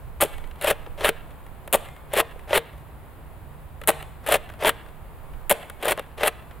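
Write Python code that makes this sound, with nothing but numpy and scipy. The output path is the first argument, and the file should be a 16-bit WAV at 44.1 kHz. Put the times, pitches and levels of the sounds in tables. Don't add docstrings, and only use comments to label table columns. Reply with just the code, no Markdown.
import sys
import numpy as np
from scipy import signal
from scipy.fft import rfft, irfft
from scipy.io import wavfile
from scipy.ndimage import uniform_filter1d

SR = 44100
rng = np.random.default_rng(int(sys.argv[2]) if len(sys.argv) > 2 else 0)


def transcribe(u):
    v = np.clip(np.atleast_2d(u).T, -1, 1)
    q = np.round(v * 32767).astype(np.int16)
    wavfile.write(sys.argv[1], SR, q)


def makeup_ratio(level_db):
    decades = np.asarray(level_db, float) / 20
    return 10 ** decades


N = 291060

# release in seconds, crack in dB, shell in dB, hiss in dB.
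SHOTS = [
    (0.2086, -11, -18.5, -47),
    (1.7272, -9, -11.5, -49),
    (3.8741, -9.5, -13, -49),
    (5.4958, -9.5, -10.5, -51),
]
# hand grabs, slide meets the spring, slide hits the stop, all in seconds.
PULLS = [
    (0.612, 0.666, 0.709),
    (2.132, 2.168, 2.2007),
    (4.263, 4.311, 4.353),
    (5.826, 5.873, 5.9197),
]
# hand grabs, slide meets the drum, slide hits the stop, all in seconds.
PUSHES = [
    (1.008, 1.039, 1.09),
    (2.507, 2.534, 2.5758),
    (4.623, 4.654, 4.6924),
    (6.2065, 6.229, 6.2779),
]
# time in seconds, click in dB, edges in dB.
LET_GO = [
    (0.381, -29.5, -43),
    (1.886, -31.5, -45),
    (4.0252, -24, -36),
    (5.698, -23.5, -30.5),
]
CREEP_S, OVERRUN_S = 0.032, 0.0053
BITE_S = 0.009


def unit(x):
    return x / np.sqrt(np.mean(x ** 2))


def colour(x, points):
    size = 8192
    hz, db = np.transpose(points)
    bins_hz = np.arange(size // 2 + 1) * SR / size
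    log_gain = np.interp(np.log(bins_hz + 1), np.log(hz), db) * np.log(10) / 20
    cepstrum = irfft(log_gain)
    cepstrum[1:size // 2] *= 2
    cepstrum[size // 2 + 1:] = 0
    response = irfft(np.exp(rfft(cepstrum)))
    return signal.fftconvolve(x, response)[:len(x)]


def resonate(x, hz, width_hz):
    return signal.lfilter(*signal.iirpeak(hz, hz / width_hz, SR), x)


def walk(rate):
    hold = int(SR / rate)
    steps = np.repeat(rng.standard_normal(N // hold + 1), hold)
    return unit(uniform_filter1d(uniform_filter1d(steps, hold), hold)[:N])


def played(tables, silent):
    t = np.arange(N) / SR
    out = np.outer(silent, np.ones(N))
    for rows in tables:
        s, *columns = np.transpose(rows)
        inside = (t >= s[0]) & (t <= s[-1])
        out[:, inside] = [np.interp(t[inside], s, c) for c in columns]
    return out


def add(track, s, sound):
    start = int(s * SR)
    track[start:start + len(sound)] += sound[:N - start]


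def ring(t60, rise_s):
    t = np.arange(int(.12 * SR)) / SR
    return (1 - np.exp(-t / rise_s)) * np.exp(-np.log(1000) * t / np.clip(t60, .004, .2))


def blaster():
    # frequency in Hz, level in dB.
    panel_tint = [(900, -6), (1300, -0.5), (1900, -1), (2700, 1), (3300, -1), (4200, -8), (5200, -28),
                  (6500, -61)]
    edge_tint = [(4500, -68), (5800, -22), (7000, -5), (8600, 3), (10000, 4), (11800, 5), (13500, -2),
                 (15500, -3.5), (17500, -20)]
    # frequency in Hz, width in Hz, level in dB.
    panel_modes = [(1316, 280, -7.5), (1640, 70, -7.5), (1880, 290, -7), (2690, 62, -14), (3152, 220, -14),
                   (3430, 68, -14)]
    shell_modes = [(450, 67, -8), (580, 86, 5.5), (714, 135, -3.5), (1030, 37, -10)]
    # frequency in Hz, level in dB.
    padded = [(700, 5), (1800, 0), (4500, -4)]

    slips = strokes() * makeup_ratio(2.2 * walk(330) + .8)
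    grains = rng.standard_normal((3, N)) * makeup_ratio(1.05 * rng.exponential(size=(3, N)))
    hits, blows = strikes()
    panel_hits, edge_hits = ticks(hits)
    panel_touches, edge_touches = ticks(handling(), slow=1.3)

    panel_gain = 1 / np.std(colour(grains[0], panel_tint))
    edge_gain = 1 / np.std(colour(grains[1], edge_tint))
    touched = colour(grains[0] * panel_touches, padded)
    panels = panel_gain * colour(grains[0] * (slips[0] + panel_hits) + touched, panel_tint)
    modes = sum(makeup_ratio(db) * resonate(panels, hz, width) for hz, width, db in panel_modes)
    panels = makeup_ratio(-3) * (.75 * panels + 1.6 * modes)
    edges = edge_gain * colour(grains[1] * (slips[1] + edge_hits + edge_touches), edge_tint)

    push = unit(grains[2]) * (slips[2] * makeup_ratio(12) + (panel_hits + panel_touches) * makeup_ratio(10.5))
    shell = sum(makeup_ratio(db) * resonate(push, hz, width) for hz, width, db in shell_modes)
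    shell = shell + makeup_ratio(3) * resonate(push, 460, 16)
    shell = colour(shell, [(150, -36.0), (330, -1.0), (420, -0.5)])
    return panels + edges + shell + thuds(blows)


def strikes():
    # time in seconds, panels in dB, edges in dB.
    catches = [(0.2198, -13.5, -24), (0.2502, -34, -28), (0.6233, -28, -24.5), (0.6384, -27, -29),
               (0.6725, -28, -28), (0.7026, -37, -18), (0.727, -27, -64), (0.9971, -36, -48),
               (1.039, -26, -30), (1.0535, -14, -27), (2.209, -18, -24), (2.1548, -20, -27),
               (2.164, -22, -32), (2.173, -29, -21), (2.493, -31, -45), (2.524, -27, -36),
               (2.5494, -28, -31), (3.913, -38, -32), (4.2735, -26, -21.5), (4.312, -15, -22),
               (4.322, -22, -12), (4.3413, -18, -13), (4.3445, -15, -26), (4.367, -27, -37),
               (4.637, -30, -29), (5.847, -21, -28), (5.881, -23, -21), (5.9088, -22, -16),
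               (6.234, -24, -31), (6.2729, -19, -18)]
    # time in seconds, peak in dB, pitch in Hz.
    knocks = [(0.222, -20, 570), (3.8868, -18, 400), (1.736, -19, 430), (0.2485, -19.5, 446),
              (0.6477, -20.5, 640), (0.6701, -24, 745), (0.8712, -33, 480), (1.0554, -20, 760),
              (1.7396, -16, 813), (2.1429, -26, 660), (2.1682, -14.5, 482), (2.2259, -27, 684),
              (2.3602, -36, 485), (2.54, -21, 553), (2.5484, -17.5, 440), (2.567, -15, 474),
              (4.2861, -20, 625), (4.2986, -21, 595), (4.3144, -15, 710), (4.6367, -20.5, 580),
              (4.6658, -12.5, 634), (5.8365, -25, 465), (5.8583, -20, 646), (5.874, -16, 549),
              (5.9094, -16, 562), (5.9782, -27, 640), (5.9952, -24, 484), (6.2375, -23, 490),
              (6.2486, -18, 650), (6.2584, -17, 622)]
    # seconds after release, panels and edges in dB over the crack.
    shot_strikes = [
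        (0, -4, 0),
        (0.0055, -1.5, -1.5),
        (0.0142, 2.5, -5),
        (0.028, -5.5, -8),
    ]
    # seconds after release, dB over the shell level, pitch in Hz.
    shot_blows = [
        (0.012, -6, 620),
        (0.021, 2.5, 570),
    ]
    stop_edge_db, stop_shell_db = -6, -17.5
    chatter_db, scatter_db, chatter_edge_db, chatter_shell_db = 1, 4, 2, -7

    hits, blows = list(catches), list(knocks)
    for s, crack_db, shell_db, _ in SHOTS:
        hits += [(s + late, crack_db + panel_db, crack_db + edge_db) for late, panel_db, edge_db in shot_strikes]
        blows += [(s + late, shell_db + db, hz) for late, db, hz in shot_blows]
    for (grab, load, stop), (glide_db, load_db, stop_db, stop_hz), stages, hand, latch in slides():
        latch_s = stop - latch[0]
        hits += [(grab, *hand[:2]), (latch_s, *latch[1:3]), (stop, stop_db, stop_db + stop_edge_db)]
        blows += [(grab + 0.00174, *hand[2:]), (latch_s, *latch[3:]), (stop, stop_shell_db, stop_hz)]
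        for place, size, tone in rng.random(size=(12, 3)):
            s = grab - CREEP_S + place * (stop - grab + CREEP_S)
            first, last, treble, _ = stages[int(s > grab) + int(s > load)]
            effort_db = load_db if s > load else glide_db
            db = effort_db + (first + last) / 2 + chatter_db + scatter_db * (2 * size - 1)
            hits += [(s, db, db + treble + chatter_edge_db)]
            blows += [(s + 0.00202, db + chatter_shell_db, np.interp(tone, [0, 1], (465, 748)))]
    return hits, blows


def ticks(hits, slow=1):
    t60_s = 0.011
    panels, edges = np.zeros(N), np.zeros(N)
    for s, panel_db, edge_db in hits:
        soft = slow * np.clip((-26 - panel_db) / 9, 1, 2.5)
        add(panels, s, makeup_ratio(panel_db - 0.5) * ring(1.47 * soft * t60_s, 0.001 * soft ** 2))
        add(edges, s, makeup_ratio(edge_db - 1.5) * ring(soft * t60_s, .0001 * soft ** 2))
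    return panels, edges


def thuds(blows):
    thud_t60_s = 0.028
    slam_late_s, slam_db, slam_hz, slam_t60_s = 0.0126, -7.5, 206, 0.046
    bump_db, bump_hz, bump_t60_s = -27, 250, 0.041
    out, t = np.zeros(N), np.arange(int(.12 * SR)) / SR
    chance = rng.random((len(blows), 2))
    for (s, db, hz), (spread, sign) in zip(blows, chance):
        upper_hz = (1.254 + 0.41 * spread) * hz
        pair = np.sin(2 * np.pi * hz * t) + 0.47 * np.sin(2 * np.pi * upper_hz * t)
        add(out, s, np.sign(sign - .5) * makeup_ratio(db + 6.0) * ring(thud_t60_s, 0.0013) * pair)
    slam = np.sin(2 * np.pi * slam_hz * t) + 0.35 * np.sin(.9 * np.pi * slam_hz * t)
    slam = ring(slam_t60_s, 0.0045) * slam
    for s, _, shell_db, *_ in SHOTS:
        add(out, s + slam_late_s, makeup_ratio(shell_db * 0.74 + slam_db - 1) * slam)
    jolt = makeup_ratio(bump_db) * ring(bump_t60_s, 0.0031) * np.sin(2 * np.pi * bump_hz * t)
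    for *_, stop in PULLS + PUSHES:
        add(out, stop - 0.006, jolt)
    return out


def slides():
    # glide in dB, load in dB, stop in dB, stop pitch in Hz.
    pull_effort = [
        (-34, -22.5, -8.5, 523),
        (-32, -21.5, -8.5, 430),
        (-31.5, -23, -23, 640),
        (-31.5, -24.5, -14.5, 596),
    ]
    push_effort = [
        (-34.5, -24.5, -10, 427),
        (-36, -22.5, -10.5, 530),
        (-33.5, -20.5, -12, 596),
        (-34, -25.5, -6.5, 550),
    ]
    # first and last dB over the effort, treble share in dB, shell share in dB.
    pull_stages = [
        (-27.5, -19, -18, 5.5),
        (-4, 3.5, -12, 0),
        (-1, 0, -8.5, 2.5),
    ]
    push_stages = [
        (-16, -6, -15.5, 7),
        (-3, 0, -16, 6),
        (0, 0, -10, -2),
    ]
    # panels in dB, edges in dB, shell in dB, pitch in Hz.
    pull_grab = (-31, -30, -42, 696)
    push_grab = (-25, -46, -21, 572)
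    # seconds before the stop, panels, edges and shell in dB, pitch in Hz.
    pull_latch = (0.0649, -21, -20, -16.5, 587)
    push_latch = (0.0456, -8, -28, -11, 598)
    pulls = [(*row, pull_stages, pull_grab, pull_latch) for row in zip(PULLS, pull_effort)]
    pushes = [(*row, push_stages, push_grab, push_latch) for row in zip(PUSHES, push_effort)]
    return pulls + pushes


def strokes():
    # from and to in seconds after release, first and last dB, treble share in dB.
    shot_rattle = [
        (0, 0.01, -35.5, -29, 2),
        (0.01, 0.023, -26, -26, 0.5),
    ]
    puff_shell_db, clatter_shell_db = -6, 7
    bite_db, stop_t60_s = -9, .036
    parts = []
    for s, *_ in SHOTS:
        for a, b, first, last, treble in shot_rattle:
            parts += [(s + a, s + b, first, last, treble, clatter_shell_db if a > 0 else puff_shell_db)]
    for (grab, load, stop), (glide_db, load_db, *_), stages, *_ in slides():
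        starts, ends = [grab - CREEP_S, grab, load + BITE_S], [grab, load, stop + OVERRUN_S]
        efforts = [glide_db, glide_db, load_db]
        first, _, *shares = stages[2]
        parts += [(load, load + BITE_S, load_db + first + bite_db, load_db + first, *shares)]
        for a, b, db, (first, last, *shares) in zip(starts, ends, efforts, stages):
            parts += [(a, b, db + first, db + last, *shares)]
    force = np.zeros((3, N))
    for start, end, first_db, last_db, treble_db, shell_db in parts:
        t = np.arange(int((end - start + .08) * SR)) / SR
        db = np.interp(t, [0, end - start], [first_db, last_db])
        db = db - 60 * np.maximum(t + start - end, 0) / stop_t60_s
        span = force[:, int(start * SR):int(start * SR) + len(t)]
        span[:] = np.maximum(span, makeup_ratio(db + np.array([[0], [treble_db], [shell_db]])))
    return force


def handling():
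    # time in seconds, panels in dB, edges in dB.
    touches = [(0.203, -16, -43), (0.244, -23, -28), (0.257, -24, -34), (2.31, -35, -54),
               (0.4398, -32, -58), (0.473, -36, -50), (0.511, -30.5, -53), (0.557, -35, -53),
               (0.59, -44, -58), (0.862, -29.5, -79), (1.4644, -35.5, -50), (1.676, -25.5, -35.5),
               (1.9633, -34, -50.5), (2.119, -31, -55), (2.392, -37, -51), (2.778, -39, -53),
               (3.8143, -25.5, -40), (3.836, -23.5, -40), (4.24, -45, -55), (4.4897, -29, -51),
               (4.4988, -27.5, -47), (4.537, -33, -48), (4.6104, -34, -46), (5.3345, -37, -57),
               (5.813, -40.5, -47.5), (5.965, -36, -53), (5.975, -19.5, -35), (5.985, -23, -48),
               (5.9936, -17.5, -28.5), (6.1125, -42, -66)]
    rustle_s, rustle_db, scatter_db, rustle_edge_db = 0.24, -48.5, 3.5, -20
    soft = touches + LET_GO
    for (*_, stop), *_ in slides():
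        for place, size in rng.random(size=(6, 2)):
            db = rustle_db - scatter_db * np.log(size)
            soft += [(stop + OVERRUN_S + place * rustle_s, db, db + rustle_edge_db)]
    return soft


def darts():
    # time in seconds, whistle in Hz, level in dB.
    flights = [
        [(.29, 2220, -60), (.4, 2240, -57), (.47, 2240, -61)],
        [(1.84, 2080, -55), (1.96, 2130, -58), (2.1, 2250, -64)],
        [(5.59, 2290, -58), (5.68, 2260, -58), (5.79, 2200, -62)],
    ]
    hz, db = played(flights, [2200, -120])
    tone = np.sin(2 * np.pi * np.cumsum(hz * (1 + .005 * walk(90))) / SR)
    return uniform_filter1d(makeup_ratio(db + 3 * walk(45)), size=400) * tone


def leak():
    # frequency in Hz, level in dB.
    hiss_tint = [(2500, -30), (5500, -24), (7000, -8), (9500, 0), (12000, -3), (16000, -12)]
    late_s, longest_s = 0.034, 0.165
    drop_db, fall_s, sag_db_per_s = -9.5, 0.046, -82
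    curves = []
    for (s, *_, hiss_db), (go_s, *_) in zip(SHOTS, LET_GO):
        start, end = s + late_s, min(go_s, s + longest_s)
        settled_db = hiss_db + drop_db
        end_db = settled_db + sag_db_per_s * (end - start - fall_s)
        curves.append([(start, hiss_db), (start + fall_s, settled_db), (end, end_db)])
    db, = played(curves, [-120])
    sputter = uniform_filter1d(makeup_ratio(db + 1.2 * walk(120)), size=200)
    return sputter * unit(colour(rng.standard_normal(N), hiss_tint))


def scatter(noise, t60, db, tint):
    t = np.arange(len(noise)) / SR
    decay = noise * np.exp(-np.log(1000) * t / t60) * np.minimum(t / 0.004, 1)
    return makeup_ratio(db) * colour(decay / np.linalg.norm(decay), tint)


def garden(dry):
    # decay to -60 dB in seconds, level in dB, colour as rows of Hz and dB.
    near_scatter = (0.061, -28.5, [(200, 26), (1000, 6.5), (5000, 4.5), (16000, -31)])
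    far_scatter = (0.69, -18.5, [(200, -5), (1000, 3.5), (2500, 3), (4000, 1.5), (7000, -2), (16000, -16)])
    # frequency in Hz, level in dB.
    wall_tint = [(500, -12), (1500, 0), (2600, -6), (12000, -18)]
    wall_s, smear_s, wall_db = .1165, .003, -20
    muzzle_s, aside_db, wet_side = .022, -8, 0.31
    t = np.arange(int(1.2 * SR)) / SR
    aim = np.full(N, makeup_ratio(aside_db))
    for s, *_ in SHOTS:
        aim[int(s * SR):int((s + muzzle_s) * SR)] = 1
    aimed = dry * uniform_filter1d(aim, size=200)
    wet = []
    for grass, facades, brick in rng.standard_normal((2, 3, len(t))):
        lawn, houses = scatter(grass, *near_scatter), scatter(facades, *far_scatter)
        slap = brick * (t > wall_s) * np.exp(-np.abs(t - wall_s) / smear_s)
        slap = makeup_ratio(wall_db) * colour(slap / np.linalg.norm(slap), wall_tint)
        wet.append((signal.fftconvolve(dry, lawn) + signal.fftconvolve(aimed, houses + slap))[:N])
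    mid, side = wet
    return np.array([mid + wet_side * side, mid - wet_side * side])


def wind():
    # time in seconds, wind in dB, far engines in dB.
    gusts = [(0, -41, -35.5), (.13, -37.5, -45.5), (.24, -54, -38), (.29, -38.5, -53), (.37, -31.5, -41),
             (.48, -33.5, -48), (.58, -46.5, -47), (.94, -35.5, -43.5), (1.05, -44.5, -45.5),
             (2.54, -47.5, -46), (2.66, -62, -53), (2.77, -71, -38.5), (2.89, -53, -46.5), (3.67, -47, -43),
             (4.94, -50, -45.5), (5.42, -37.5, -41.5), (5.6, -47, -51), (6.6, -54, -43)]
    # frequency in Hz, level in dB.
    buffet_tint = [(8, -54), (15, 11.5), (35, 2.5), (50, -12), (100, -60)]
    engine_tint = [(25, -30.5), (45, -3), (66, 0.5), (100, -6.5), (140, -11.5), (260, -59)]
    s, *columns = np.transpose(gusts)
    gust, engines = (makeup_ratio(np.interp(np.arange(N) / SR, s, c)) for c in columns)
    tints = (buffet_tint, buffet_tint, engine_tint, engine_tint)
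    left, right, mid, side = (unit(colour(rng.standard_normal(N), tint)) for tint in tints)
    buffet = np.array([makeup_ratio(-8.5) * left, makeup_ratio(3.0) * (right + 0.2 * left)])
    rumble = np.array([makeup_ratio(-1.0) * (mid + 0.47 * side), makeup_ratio(-0.3) * (mid - 0.74 * side)])
    return gust * buffet + engines * rumble


def suburb():
    # frequency in Hz, level in dB.
    murmur_tint = [(80, -42), (125, -11.5), (180, -10.5), (360, -13.5), (750, -13.5), (1000, -14),
                   (1500, -21), (2700, -29), (3800, -36), (5000, -44), (5800, -54), (7000, -43),
                   (10100, -36.5), (15000, -34.5)]
    murmur_db = -49.5
    hum_hz, hum_width_hz, hum_db = 149.2, 10.5, -55
    mid, side = (unit(colour(rng.standard_normal(N), murmur_tint)) for _ in range(2))
    side = colour(side, [(150, -2.0), (500, -8.5), (3000, -4.5), (10000, -0.5)])
    drone = resonate(rng.standard_normal(N), hum_hz, hum_width_hz)
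    drone = unit(resonate(drone, hum_hz, hum_width_hz))
    hum = makeup_ratio(hum_db + 0.88 * walk(4.67)) * drone
    return makeup_ratio(murmur_db + 0.55 * walk(2.36)) * np.array([mid + side, mid - side]) + hum


def scene():
    # frequency in Hz, left over right in dB.
    lean = [(300, 1.4), (700, 1.7), (2000, 1), (5000, 1.7), (9000, 2.3), (14000, 4.9)]
    toy = blaster() + darts() + leak()
    near = np.array([colour(toy, [(hz, sign * db / 2) for hz, db in lean]) for sign in (1, -1)])
    return near + garden(toy) + wind() + suburb()


def top_cut(x):
    return signal.sosfilt(signal.butter(12, 17060, fs=SR, output="sos"), x)


def record(dry):
    ceiling, top_hz = .68, 15800
    soft = ceiling * np.tanh(1.036 * dry / ceiling)
    low_pass = signal.ellip(8, .5, 42, top_hz, fs=SR, output="sos")
    mix = signal.sosfilt(low_pass, soft)
    return top_cut(mix)


dry = scene()
out = record(dry)
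transcribe(out)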